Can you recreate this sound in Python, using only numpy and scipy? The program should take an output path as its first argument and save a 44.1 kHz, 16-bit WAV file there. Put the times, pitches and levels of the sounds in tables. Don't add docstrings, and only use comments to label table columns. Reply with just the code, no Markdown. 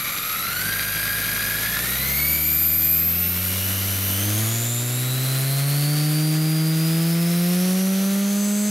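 import sys
import numpy as np
from scipy import signal
from scipy.fft import rfft, irfft, next_fast_len
from scipy.io import wavfile
from scipy.ndimage import uniform_filter1d, map_coordinates

SR = 44100
rng = np.random.default_rng(int(sys.argv[2]) if len(sys.argv) > 2 else 0)


def to_wav(sig):
    pcm = np.clip(np.atleast_2d(sig), -1, 1) * 32767
    pcm = np.round(pcm).astype(np.int16)
    wavfile.write(sys.argv[1], SR, pcm.T)


N = 383669
T = np.arange(N) / SR
TEETH, COMMUTATIONS, MOTOR_TURNS = 60, 30, 5

# f/Hz, level/dB
HUM_COLOUR = [(38, -21), (55, -8.4), (74, -3), (82, -6), (108, 2.1), (120, -2.5), (143, 0.5), (175, -1.25),
              (210, -3.5), (280, -14), (310, -1.7), (345, -10.5), (440, -18.5), (560, -13.5), (680, -14.5),
              (850, -25)]
# f/Hz, level/dB
CHOP_COLOUR = [(200, -60), (500, -43.5), (720, -45), (870, -57.5), (1200, -52), (1600, -55), (2200, -54.5),
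               (3500, -60), (5000, -50.5)]
# blade f/Hz, chop level/dB
BITE = [(40, -13.5), (80, -13), (112, -4.5), (150, -1)]
# blade f/Hz, left minus right level/dB
LEAN = [(160, 0), (210, -1.3)]


def propeller(turns, blade_hz, grip_hz=50, ease_hz=181):
    def tone(order):
        return np.sqrt(2) * np.cos(2 * np.pi * (order * turns + rng.random()) + 0.0049 * order * drift(11))
    push_db = 0.0818 * spin_up(blade_hz) - 0.5 * np.maximum(grip_hz - blade_hz, 0)
    harmonics_db = (-26.5, -34, -35.5, -38)
    blades = sum(gain_of(db + push_db * (k > 1)) * tone(2 * k) for k, db in enumerate(harmonics_db, 1))
    shaft = gain_of(-46) * tone(MOTOR_TURNS)
    growth_db = 9.5 * doublings(blade_hz) - 0.07 * np.maximum(blade_hz - ease_hz, 0)
    hum = colour((blades + shaft) * gain_of(growth_db), HUM_COLOUR)
    unbalance = sum(gain_of(-58 + 2 * drift(4)) * tone(k) for k in (3, 7, 9))
    chop = sum(gain_of(2 * drift(4)) * tone(2 * k) for k in range(5, 25))
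    chop = colour(chop, CHOP_COLOUR) * gain_of(-1 + push_db + lookup(BITE, blade_hz)[0])
    pan_db = lookup(LEAN, blade_hz)[0]
    direct = (hum + unbalance) * gain_of([pan_db / 2, -pan_db / 2])
    side = gain_of(-31) * signal.hilbert(hum, next_fast_len(N)).imag[:N]
    return direct + np.array([side, -side]) + placed(chop, -0.54)


def tooth_tone(turns, harmonic, lines, spread, fresh):
    angle = np.arange(0, turns[-1], 1 / 128)
    real, imaginary = (repeating(angle, memory=30, fresh=fresh, size=24) for _ in range(2))
    decay = np.exp(-2 * np.pi * spread / 128)
    errors = np.interp(turns, angle, evened(signal.lfilter([1], [1, -decay], real + 1j * imaginary)))
    wheel = np.exp(2j * np.pi * turns)
    clean = sum(height * wheel ** k * np.exp(2j * np.pi * rng.random()) for k, height in enumerate(lines))
    envelope = (clean + errors * wheel ** harmonic) / np.sqrt(1 + sum(height ** 2 for height in lines))
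    wave = envelope * np.exp(2j * np.pi * harmonic * TEETH * turns)
    below_nyquist = harmonic * TEETH * np.gradient(turns) < 0.5
    return np.sqrt(2) * wave.real * below_nyquist


# blade f/Hz, level/dB of the tooth rate, its double, its triple
SONG = [(40, -51, -52.5, -51), (55, -47.5, -47.5, -52.5), (62.6, -52, -48.5, -59), (84.5, -53, -54, -49.5),
        (95, -46, -47.5, -57), (120, -49, -49.5, -53), (160, -47.5, -59, -53), (196, -49.5, -55, -57)]
# blade f/Hz, relative amplitude at the tooth rate, one cycle a turn above it, two above it
CLEAN_LINES = [(39, .1, 0, 0.11), (43, 0.96, 0, 0.58), (54.5, 1.4, .25, 1.4), (66, 2, 0, .2),
               (80, 1.1, 0.41, .1), (90, 0.44, 0.041, .15), (161, 0.25, 1.3, 0.15), (177, .1, 0.57, .3)]
# f/Hz, level/dB
SONG_COLOUR = [(1100, -3), (5000, .5), (9000, 2), (16000, -1)]
# f/Hz, width/Hz, level/dB
GEAR_MODES = [(1310, 117, 6.5), (1658, 1200, 17.5), (2235, 275, 13), (2930, 180, 3.5), (3980, 180, 7),
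              (4690, 1070, 9), (6230, 250, 10.5), (7110, 720, 12), (9100, 650, 10), (11200, 600, 15),
              (15200, 800, 12)]
# f/Hz, level/dB
RING_COLOUR = [(4000, -60), (5400, -47), (6050, -53), (6700, -64.5), (7300, -39), (8200, -59), (9500, -35),
               (10400, -55), (12000, -55), (15000, -49), (17000, -66)]


def gears(turns, blade_hz, wobble=0.17):
    first_db, second_db, third_db = lookup(SONG, blade_hz)
    lines = np.array(lookup(CLEAN_LINES, blade_hz))
    song = gain_of(first_db) * tooth_tone(turns, 1, lines, spread=2.6, fresh=.12)
    song += gain_of(second_db) * tooth_tone(turns, 2, lines * .5, spread=3, fresh=.3)
    song += gain_of(third_db) * tooth_tone(turns, 3, lines * .5, spread=2.6, fresh=.35)
    push_db, flutter_db = 0.0653 * spin_up(blade_hz), 1.04 * drift(25)
    song = colour(song, SONG_COLOUR, GEAR_MODES) * gain_of(push_db + flutter_db)
    ring = colour(sum(tooth_tone(turns, k, [], spread=7, fresh=.7) for k in (4, 5, 6)), RING_COLOUR)
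    return (song + ring) * (1 + wobble * np.cos(2 * np.pi * turns))


# t/s, level/dB, rise/s, fall/s, centre/cycles a turn
BUZZES = [(4.6, -33.5, .09, .27, 124), (6.03, -41, .08, .08, 72), (8.65, -30.5, .25, .2, 75)]


def gearbox_buzz(turns, width_hz=1800):
    chatter = repeating(turns, memory=40, fresh=0.093, size=360) * (1 + 0.65 * np.cos(4 * np.pi * turns))
    decay = np.exp(-np.pi * width_hz / SR)
    out = np.zeros(N)
    for t, db, rise, fall, order in BUZZES:
        centre = np.exp(2j * np.pi * order * turns)
        ring = (centre * signal.lfilter([1], np.poly([decay, decay]), chatter / centre)).real
        swell = np.exp(-((T - t) / np.where(T < t, rise, fall)) ** 2 / 2)
        out += gain_of(db) * swell * evened(ring)
    return out


# level/dB, lift when singing/dB, fades above blade f/Hz, fade/dB per Hz
WHINE = [(-49, -4, 62, .2), (-35, -7, 62, .1), (-41, 21, 112, .15), (-62, 19, 110, .3),
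         (-37, 15.5, 87, .55), (-51, -3, 56, .3)]
# t/s, pitch/cycles a turn, level/dB, half length/s
SWELLS = [(1.2, 90, -42.5, .45), (3.8, 90, -51, .4), (4.65, 240, -45, .05), (4.66, 210, -50, .05),
          (7.25, 24, -45, .1), (7.42, 46, -44, .15), (7.47, 150, -38, .06), (8.3, 12, -50, .4)]


def controller(turns, blade_hz, switch_hz=11304, warm_s=1.4, sing_hz=81, full_hz=145):
    switch_cycles = np.cumsum(switch_hz - 15 * np.maximum(T - warm_s, 0)) / SR
    shaft = turns + 0.2 * drift(60) / (2 * np.pi * COMMUTATIONS)
    singing = np.exp(-abs(blade_hz - sing_hz) / 17)
    offsets = (-30, 0, 30, 40, 60, 90)
    whine = 0
    for offset, (db, lift_db, fade_hz, fade_slope) in zip(offsets, WHINE):
        level_db = db + lift_db * singing - fade_slope * np.maximum(blade_hz - fade_hz, 0) + drift(13)
        whine = whine + gain_of(level_db) * np.exp(2j * np.pi * (switch_cycles + offset * shaft))
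    whine *= gain_of(-2 * np.maximum(blade_hz - full_hz, 0))
    swells = sum(gain_of(db) * np.exp(-((T - t) / half) ** 2 / 2 + 2j * np.pi * order * turns)
                 for t, order, db, half in SWELLS)
    rough = 1 + gain_of(-15) * (drift(260) + 1j * drift(260))
    return np.sqrt(2) * placed(((whine + swells) * rough).real, 2.5)


# blade f/Hz, level/dB
RATTLE = [(64, -31.5), (76, -39.5), (150, -41.5), (210, -46.5)]
# f/Hz, level/dB
RATTLE_COLOUR = [(30, -8), (90, -6), (180, 8.5), (380, -8.5), (680, -10), (850, -10), (1150, -3.5),
                 (2800, -7.5), (4700, 0.5), (5400, -16.5), (6500, -4.5), (8500, -17.5), (11000, -20),
                 (16000, -39)]
# f/Hz, width/Hz, level/dB
CASE_MODES = [(1412, 120, 12.5), (2220, 1150, 15), (3860, 330, 7), (5100, 410, 3.5), (5890, 410, 14)]


def tooth_rattle(turns, blade_hz, knock_db=3):
    knocks = evened(gain_of(knock_db * repeating(turns, memory=13, fresh=0.89, size=16)))
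    level = gain_of(lookup(RATTLE, blade_hz)[0])
    return placed(level * knocks * stereo_noise(RATTLE_COLOUR, CASE_MODES), -.1)


# t/s, level/dB
HISS = [(0, -38.5), (0.7, -38), (1.6, -35.5), (2.25, -35.5), (2.7, -39.5), (3.05, -41), (3.5, -35),
        (4.1, -35.5), (4.42, -34.5), (4.75, -40), (5.3, -37), (5.9, -37.5), (6.45, -40), (7.55, -39),
        (8.15, -40.5), (8.7, -43.2)]
# f/Hz, level/dB
AIR_COLOUR = [(30, -15), (80, -3.5), (200, 7), (400, 2.5), (680, 2), (860, -3.5), (1300, 2), (2400, 1.5),
              (4200, 2), (5600, -0.5), (7200, 0), (8300, -1), (12000, -9), (16000, -2)]
# f/Hz, level/dB
FIZZ_COLOUR = [(4000, -13), (8200, -11.5), (8900, -1.5), (9500, 4), (10300, 0), (11700, 4), (12600, 3.5),
               (13400, -1), (14200, -4.5), (16000, -24.5)]


def air_and_bearings(turns, blade_hz, flutter_db=0.84):
    base_db = lookup(HISS, T)[0]
    air_db = base_db + 5 + 1.5 * doublings(blade_hz)
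    fizz_db = base_db + 4.5 + doublings(blade_hz)
    swish = np.cos(4 * np.pi * turns)
    air = gain_of(air_db + flutter_db * drift(30)) * (1 + 0.24 * swish) * stereo_noise(AIR_COLOUR)
    fizz = gain_of(fizz_db + flutter_db * drift(40)) * (1 + 0.23 * swish) * stereo_noise(FIZZ_COLOUR)
    return placed(air, 0.083) + placed(fizz, 0.33)


# f/Hz, side against mid level/dB
WIDTH = [(40, -5), (200, -10), (500, -5.5), (1000, -5), (2000, -11.5), (4000, -10), (7000, -91),
         (10000, -12), (15000, -7.5)]


def stereo_noise(points, modes=()):
    mid, side = colour(rng.standard_normal((2, N)), points, modes)
    side = colour(side, WIDTH)
    return np.array([mid + side, mid - side]) / np.std(mid)


def bench(x, echo_db=-15, t60=0.13):
    t = np.arange(4096) / SR
    taps = rng.standard_normal((2, len(t))) * gain_of(-60 * t / t60) * (t > .001)
    taps /= np.linalg.norm(taps, axis=1, keepdims=True)
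    return x + gain_of(echo_db) * signal.oaconvolve(x[None], taps, axes=1)[:, :N]


def repeating(turns, memory, fresh, size):
    old, new = rng.standard_normal((2, 1400, size))
    decay = np.exp(-1 / memory)
    old = evened(signal.lfilter([1], [1, -decay], old, axis=0)[-1200:])
    pattern = (np.sqrt(1 - fresh) * old + np.sqrt(fresh) * new[:len(old)]).ravel()
    return evened(map_coordinates(pattern, [turns * size], order=3, mode="wrap"))


def drift(rate):
    coarse = T[::16]
    wander = map_coordinates(rng.standard_normal(4096), [coarse * rate], mode="wrap")
    return evened(np.interp(T, coarse, wander))


def colour(x, points, modes=()):
    size = next_fast_len(N + SR // 4)
    hz = np.fft.rfftfreq(size, 1 / SR)
    point_hz, point_db = np.transpose(points)
    broad_db = np.interp(np.log(hz + 1), np.log(point_hz), point_db)
    peaks_db = sum(db / (1 + (2 * (hz - centre) / width) ** 2) for centre, width, db in modes)
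    return irfft(rfft(x, size) * gain_of(broad_db + peaks_db), size)[..., :N]


def lookup(rows, at):
    axis, *columns = np.transpose(rows)
    return [np.interp(at, axis, column) for column in columns]


def doublings(blade_hz, cruise_hz=100):
    return np.log2(blade_hz / cruise_hz)


def spin_up(blade_hz):
    return uniform_filter1d(np.gradient(blade_hz) * SR, size=SR // 8)


def placed(x, pan_db):
    return x * gain_of([[pan_db / 2], [-pan_db / 2]])


def gain_of(db):
    return 10 ** (np.asarray(db) / 20)


def evened(x):
    return x / np.sqrt(np.mean(abs(x) ** 2) + 1e-20)


# t/s, blade f/Hz
BLADE_RATE = [(0.0, 38.71), (0.3, 41.2), (0.43, 43.35), (0.71, 52.32), (1.6, 54.44), (1.78, 57.15),
              (2.07, 68.59), (2.31, 76.08), (2.61, 79.12), (2.76, 79.05), (2.93, 80.3), (3.16, 86.58),
              (3.5, 92.94), (3.83, 96.61), (4.13, 96.2), (4.55, 114.87), (5.2, 129.89), (5.46, 134.69),
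              (5.94, 148.86), (6.24, 153.96), (6.83, 160.46), (7.46, 174.93), (7.8, 188.51), (8.21, 199.05),
              (8.7, 208.58)]


def scene():
    blade_hz = lookup(BLADE_RATE, T)[0]
    turns = np.cumsum(blade_hz / 2) / SR
    gearbox = bench(gears(turns, blade_hz) + gearbox_buzz(turns))
    return (propeller(turns, blade_hz) + gearbox + controller(turns, blade_hz)
            + tooth_rattle(turns, blade_hz) + air_and_bearings(turns, blade_hz))


def record(dry):
    lowpass = signal.firwin(511, 15750, window=("kaiser", 9), fs=SR)
    return signal.oaconvolve(dry, lowpass[None], "same")


dry = scene()
out = record(dry)
to_wav(out)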